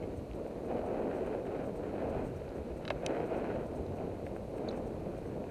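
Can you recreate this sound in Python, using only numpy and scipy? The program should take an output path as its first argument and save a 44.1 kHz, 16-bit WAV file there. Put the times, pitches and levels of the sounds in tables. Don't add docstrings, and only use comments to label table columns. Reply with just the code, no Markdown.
import sys
import numpy as np
from scipy import signal
from scipy.fft import rfft, irfft, next_fast_len
from scipy.io import wavfile
from scipy.ndimage import map_coordinates

SR = 44100
rng = np.random.default_rng(int(sys.argv[2]) if len(sys.argv) > 2 else 0)


def int16_out(signal):
    q = np.round(np.clip(np.atleast_2d(signal).T, -1, 1) * 32767)
    wavfile.write(sys.argv[1], SR, q.astype(np.int16))


N = 242814

# frequency in Hz, relative level in dB per Hz.
CRUNCH_SPECTRUM = [(200, -33.5), (700, 9.5), (1100, 0), (1450, 3.5), (1800, -3.5), (2200, -5.5),
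                   (2520, -3.5), (2750, -11.5), (3050, -12.5), (3450, -23.5), (4100, -20), (5000, -33),
                   (9000, -37.5), (15000, -77)]
# frequency in Hz, relative level in dB per Hz.
THRUM_SPECTRUM = [(100, -48), (300, -7), (470, 1), (620, 2.5), (800, -4), (1000, -13.5), (1400, -22),
                  (3000, -69.5)]


def amp(db):
    return 10 ** (np.asarray(db) / 20)


def unit(x):
    return x / np.sqrt(np.mean(x ** 2) + 1e-20)


def curves(rows):
    times, *columns = np.transpose(rows)
    t = np.arange(N) / SR
    return [np.interp(t, times, column) for column in columns]


def wobble(rate):
    knots = rng.standard_normal(int(N * rate / SR) + 4)
    return map_coordinates(knots, [np.arange(N) * rate / SR])


def causal(gain):
    cepstrum = irfft(np.log(gain + 1e-12))
    half = len(cepstrum) // 2
    cepstrum[1:half] *= 2
    cepstrum[half + 1:] = 0
    return np.exp(rfft(cepstrum))


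def colour(x, points):
    size = 2 * next_fast_len(N // 2 + 8192)
    point_hz, point_db = np.transpose(points)
    log_hz = np.log(np.fft.rfftfreq(size, 1 / SR) + 1)
    gain = amp(np.interp(log_hz, np.log(point_hz), point_db))
    filtered = irfft(rfft(x, size) * causal(gain), size)
    return unit(filtered[:N])


def grains(per_second, scatter_db):
    chance, size = rng.random(N), rng.standard_normal(N)
    sizes = rng.choice([-1, 1], N) * amp(scatter_db * np.clip(size, -2, 2))
    struck = chance < per_second / SR
    return unit(struck * sizes / np.sqrt(per_second))


def add(track, s, sound):
    start = max(round(s * SR), 0)
    track[start:start + len(sound)] += sound[:N - start]


def tyres(thrum_db=-7, thrum_growth=1.0, drum_flutter_db=.5, crunch_flutter_db=1.68):
    # frequency in Hz, relative level in dB per Hz.
    drum_spectrum = [(20, -17.5), (70, -11), (130, -9.5), (220, 0.5), (330, 0.5), (480, 1.5), (640, -4.5),
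                     (800, -14), (1000, -18.5), (1300, -27), (2200, -50.5), (5000, -85)]
    # time in seconds, drumming in dB, extra leaf crunch in dB.
    dirt_road = [(0, -40.5, 0), (.25, -44.5, -2.5), (.4, -41, -1.5), (.62, -41.5, 0), (.95, -40.5, 5),
                 (1.4, -41.5, -1), (1.72, -40, -.5), (2.2, -42, 2), (2.4, -43, 4), (2.7, -43, 2),
                 (2.9, -42, 6), (3.2, -39, 3), (3.7, -39.5, -1), (4.2, -41, 1), (4.43, -42.5, -3),
                 (4.85, -40, -1.5), (5.1, -42, 1.5), (5.5, -44, 7.5)]
    crunch_average_db, crunch_growth = -58.5, 1.17

    dirt_db, cover_db = curves(dirt_road)
    rise_db, leafy_db = patches()
    drum_db = dirt_db + rise_db
    load_db = drum_db - drum_db.mean()
    load = amp(load_db)
    crunch_db = crunch_average_db + crunch_growth * load_db + cover_db + leafy_db

    grit = grains(1500 * load, scatter_db=1.0)
    stones = grains(800 * load, scatter_db=2.0)
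    leaves = grains(2600 * load, scatter_db=6.5)

    thrum = amp(thrum_db) * load ** thrum_growth
    body = colour(grit, drum_spectrum) + thrum * colour(stones, THRUM_SPECTRUM)
    body = body / np.sqrt(1 + thrum ** 2)
    drumming = amp(drum_db + drum_flutter_db * wobble(28.01)) * body
    crushed = colour(leaves + 0.77 * stones, CRUNCH_SPECTRUM)
    crunch = amp(crunch_db + crunch_flutter_db * wobble(45)) * crushed
    return drumming + crunch


def patches():
    # start in seconds, length up to the return in seconds,
    # rise of the drumming in dB, extra leaf crunch in dB.
    rough_patches = [(0.666, 0.075, 7, 1), (0.783, .3, 5.5, -3), (1.068, .27, 5, 2.5), (1.417, .19, 3.5, 4),
                     (1.789, 0.17, 2, 3.5), (1.959, .24, 6, 1.5), (3.004, .21, 4.5, 1.5), (3.26, .3, 4, 3),
                     (3.958, 0.04, 3, 3), (4.513, 0.22, 2.5, 3.5), (5.323, 0.11, 3, -8)]
    attack_s, release_s = 0.055, 0.11
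    t = np.arange(N) / SR
    rise_db, leafy_db = np.zeros(N), np.zeros(N)
    for s, length, db, extra_db in rough_patches:
        onset = (t - s) / attack_s
        fall = 1 - (t - s - length) / release_s
        on = np.clip(np.minimum(onset, fall), 0, 1)
        rise_db = np.maximum(rise_db, db * on)
        leafy_db += extra_db * on
    return rise_db, leafy_db


def snaps():
    # time in seconds, peak level in dB.
    leaf_snaps = [(.8162, -39), (.888, -38.5), (0.933, -43), (1.1135, -39), (1.264, -40), (1.398, -45),
                  (1.4547, -41), (1.836, -39), (1.995, -43), (2.192, -47), (2.5834, -42), (2.7787, -48),
                  (3.1502, -35), (3.1681, -33), (3.1981, -40), (3.3193, -44), (3.398, -37), (3.444, -33),
                  (3.5568, -48), (4.6603, -48), (4.7275, -40), (5.1477, -45)]
    breaks = np.zeros(N)
    for s, db in leaf_snaps:
        add(breaks, s, amp([db]))
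    cracks = colour(breaks, CRUNCH_SPECTRUM)
    return breaks.max() * cracks / np.abs(cracks).max()


def pebbles(tick_db=-11):
    # time in seconds, peak level of the knock in dB.
    pebble_blows = [(.4645, -31.5), (.715, -31), (.720, -40), (.793, -27), (.915, -30), (1.2715, -35),
                    (1.3028, -45), (1.35, -25.5), (1.3986, -33), (1.468, -28.5), (1.496, -44),
                    (1.8385, -34), (1.9396, -30), (1.9818, -27), (2.216, -40), (3.0337, -30.5),
                    (3.1077, -23), (3.203, -22), (3.5608, -28), (3.9863, -31), (4.266, -32.5),
                    (4.3638, -31.5), (4.6774, -30), (4.7753, -32), (5.1861, -30.5), (5.365, -36),
                    (5.441, -29)]
    blows = np.zeros(N)
    for s, db in pebble_blows:
        add(blows, s, amp([db]))
    knock = colour(blows, THRUM_SPECTRUM)
    tick = colour(blows, CRUNCH_SPECTRUM)
    return blows.max() * (knock / np.abs(knock).max() + amp(tick_db) * tick / np.abs(tick).max())


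def rattle(steepness=7, leak_db=-22, vary_db=0.3, scuff=0.067):
    # time in seconds, peak level in dB, lowest frequency in Hz,
    # highest frequency in Hz, 60 dB decay time in seconds at the middle of that range.
    clack_blows = [(0.026, -48, 2000, 2700, 0.024), (0.036, -48, 2030, 2600, 0.05),
                   (0.313, -44.5, 2200, 2900, 0.0074), (0.334, -48, 2000, 4800, .013),
                   (2.491, -51, 3300, 5200, .018), (2.8525, -34, 1280, 4900, 0.014),
                   (2.8533, -42, 3000, 3200, 0.02), (2.8786, -33.5, 3730, 3920, 0.018),
                   (2.879, -32.5, 1300, 2700, 0.023), (2.8846, -38, 1700, 5600, 0.012),
                   (2.9030, -30, 2000, 5200, 0.011), (2.905, -19.5, 563, 3500, 0.021),
                   (2.9105, -37, 1900, 4100, 0.021), (3.0636, -27, 6000, 9900, 0.005),
                   (3.0640, -23, 2200, 6500, 0.013), (3.8646, -51, 3900, 4700, .016),
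                   (4.266, -37.5, 1600, 2510, 0.013), (4.2708, -46, 1700, 2600, .011),
                   (4.364, -43, 1200, 2400, 0.011), (4.583, -45.5, 1700, 2800, 0.018)]
    # frequency in Hz, relative level in dB.
    part_modes = [(580, 28), (780, 19), (1085, 15.5), (1292, 14), (1620, 10.5), (2130, 7.5), (2570, 8.5),
                  (3060, 3), (3700, -4), (3920, 5), (4450, -1), (4900, -3), (5480, -3), (6020, -1.5),
                  (7050, -3.5), (8240, -2), (9200, -2.5)]
    out, t = np.zeros(N), np.arange(SR // 10) / SR
    mode_hz, mode_db = np.transpose(part_modes)[:, :, None]
    hz = np.fft.rfftfreq(len(t), 1 / SR) + 1
    for s, db, low_hz, high_hz, t60 in clack_blows:
        life = t60 * np.sqrt(np.sqrt(low_hz * high_hz) / mode_hz)
        half_width = np.log(1000) / (2 * np.pi * life)
        strength = amp(mode_db + vary_db * rng.standard_normal(mode_db.shape))
        mode_power = strength ** 2 / (1 + ((hz - mode_hz) / half_width) ** 2)
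        body = np.sqrt(np.sum(mode_power, axis=0))
        reach = 1 / np.sqrt(1 + (low_hz / hz) ** (2 * steepness) + (hz / high_hz) ** (2 * steepness))
        tick = amp(leak_db) / np.sqrt(1 + (high_hz / hz) ** steepness)
        contact = (t == 0) + scuff * rng.standard_normal(len(t)) * amp(-60 * t / t60)
        clack = irfft(rfft(contact) * causal(body * (reach + tick)))
        add(out, s, amp(db) * clack / np.abs(clack).max())
    return out


def squeaks(overtone_db=-18, overtone_ratio=1.58, steady=0.64):
    # time of the crest in seconds, level in dB,
    # half length in seconds, frequency at the crest in Hz, glide in Hz per second, bandwidth in Hz.
    rubs = [(4.686, -56, 0.0021, 3860, 0, 299), (4.6892, -46, 0.002, 4100, -40000, 599),
            (4.6955, -56.5, 0.0028, 3880, 0, 300.3), (4.712, -57.5, 0.0033, 4500, 220000, 448)]
    out, t = np.zeros(N), np.arange(N) / SR
    for s, db, length, hz, glide, width_hz in rubs:
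        phase = 2 * np.pi * (hz + glide * (t - s) / 2) * (t - s)
        grain = steady + unit(wobble(2 * width_hz)) + 1j * unit(wobble(2 * width_hz))
        partials = np.exp(1j * phase) + amp(overtone_db) * np.exp(1j * overtone_ratio * phase)
        swell = np.exp(-((t - s) / length) ** 2 / 2)
        out += amp(db) * swell * np.real(grain * partials)
    return out


def thuds():
    # time of the crest in seconds, peak level of the envelope in dB,
    # frequency in Hz, half length in seconds.
    rut_drops = [(0.191, -39, 84.5, .022), (0.317, -40.5, 55.6, .03), (2.315, -39, 125, 0.018),
                 (2.367, -41, 88, .028), (2.496, -39, 52.4, .013), (2.607, -39.5, 71.6, .028),
                 (2.726, -39, 61, .022), (2.96, -42, 59, .022), (2.962, -38.5, 134.6, 0.0175),
                 (3.807, -35, 66, .017), (3.901, -40, 93.4, 0.028), (4.119, -44, 84, .025),
                 (4.882, -44, 69.5, 0.023)]
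    out, t = np.zeros(N), np.arange(SR // 5) / SR
    for s, db, hz, length in rut_drops:
        push = np.sin(2 * np.pi * hz * t) * np.exp(-(t / length - 2) ** 2)
        add(out, s - 2 * length, amp(db) * push)
    return out


def wind(gust_db=0.54, gusts_per_s=9):
    # frequency in Hz, relative level in dB per Hz.
    rumble_spectrum = [(10, -16), (22, -23), (40, -4.5), (70, -3.5), (110, -4), (170, -6), (300, -22),
                       (700, -43.5), (2000, -109)]
    # time in seconds, level in dB.
    wind_levels = [(0, -46), (.5, -50.5), (2.0, -49), (2.2, -43), (2.55, -50), (2.95, -48.5), (3.3, -51),
                   (3.9, -45.5), (4.6, -49.5), (5.0, -45.5), (5.5, -46.5)]
    wind_db, = curves(wind_levels)
    gusts = amp(wind_db + gust_db * wobble(gusts_per_s))
    return gusts * colour(rng.standard_normal(N), rumble_spectrum)


def camera(run_length=0.0092, length_spread=0.28, drift_hz=110):
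    # frequency in Hz, relative level in dB per Hz.
    hiss_spectrum = [(100, -0.5), (1500, 13), (2500, 16.5), (3400, 8.5), (4150, 12.5), (5000, 5),
                     (5700, 4.5), (6350, 6), (7200, 3.5), (8400, 4.5), (10000, 1), (12600, 1), (13600, -9),
                     (15000, -15)]
    # frequency in Hz, relative level in dB.
    lens_spectrum = [(3000, -37), (5800, -6), (6350, -6), (6900, -8), (7700, -14), (8450, 4), (9000, -18),
                     (9600, -8), (10500, -19), (14500, -12.5)]
    # time of the crest in seconds, level in dB.
    motor_steps = [(.174, -68), (.356, -70), (.476, -70), (.661, -71), (.868, -70), (1.166, -71),
                   (1.266, -68), (1.466, -71), (1.661, -69), (1.77, -68), (2.101, -67), (2.264, -68),
                   (2.367, -68.5), (2.564, -72), (2.776, -69), (3.265, -69.5), (3.375, -70), (3.668, -70),
                   (3.764, -68), (3.968, -69), (4.271, -71), (4.366, -70), (4.576, -66.5), (4.773, -66),
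                   (4.873, -70), (5.182, -69.5), (5.272, -72)]
    whine_hz = 11089
    t = np.arange(N) / SR
    lengths = run_length * np.exp(length_spread * rng.standard_normal(len(motor_steps)))
    running = np.zeros(N)
    for (s, db), length in zip(motor_steps, lengths):
        running += amp(db) * np.exp(-((t - s) / length) ** 2 / 2)
    drift = np.exp(2j * np.pi * np.cumsum(drift_hz * wobble(11)) / SR)
    motor = signal.hilbert(colour(rng.standard_normal(N), lens_spectrum))
    lens = running * np.real(motor * drift)
    whine = amp(-84) * np.sin(2 * np.pi * whine_hz * t)
    hiss = amp(-66.5) * colour(rng.standard_normal(N), hiss_spectrum)
    return hiss + whine + lens


def scene():
    road = tyres() + snaps() + pebbles()
    bicycle = rattle() + squeaks() + thuds()
    return (road + bicycle + wind() + camera())[None]


def record(dry):
    top_hz = 15050
    size = next_fast_len(N + 8192)
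    kept = np.fft.rfftfreq(size, 1 / SR) < top_hz
    return irfft(rfft(dry, size) * kept, size)[..., :N]


dry = scene()
out = record(dry)
int16_out(out)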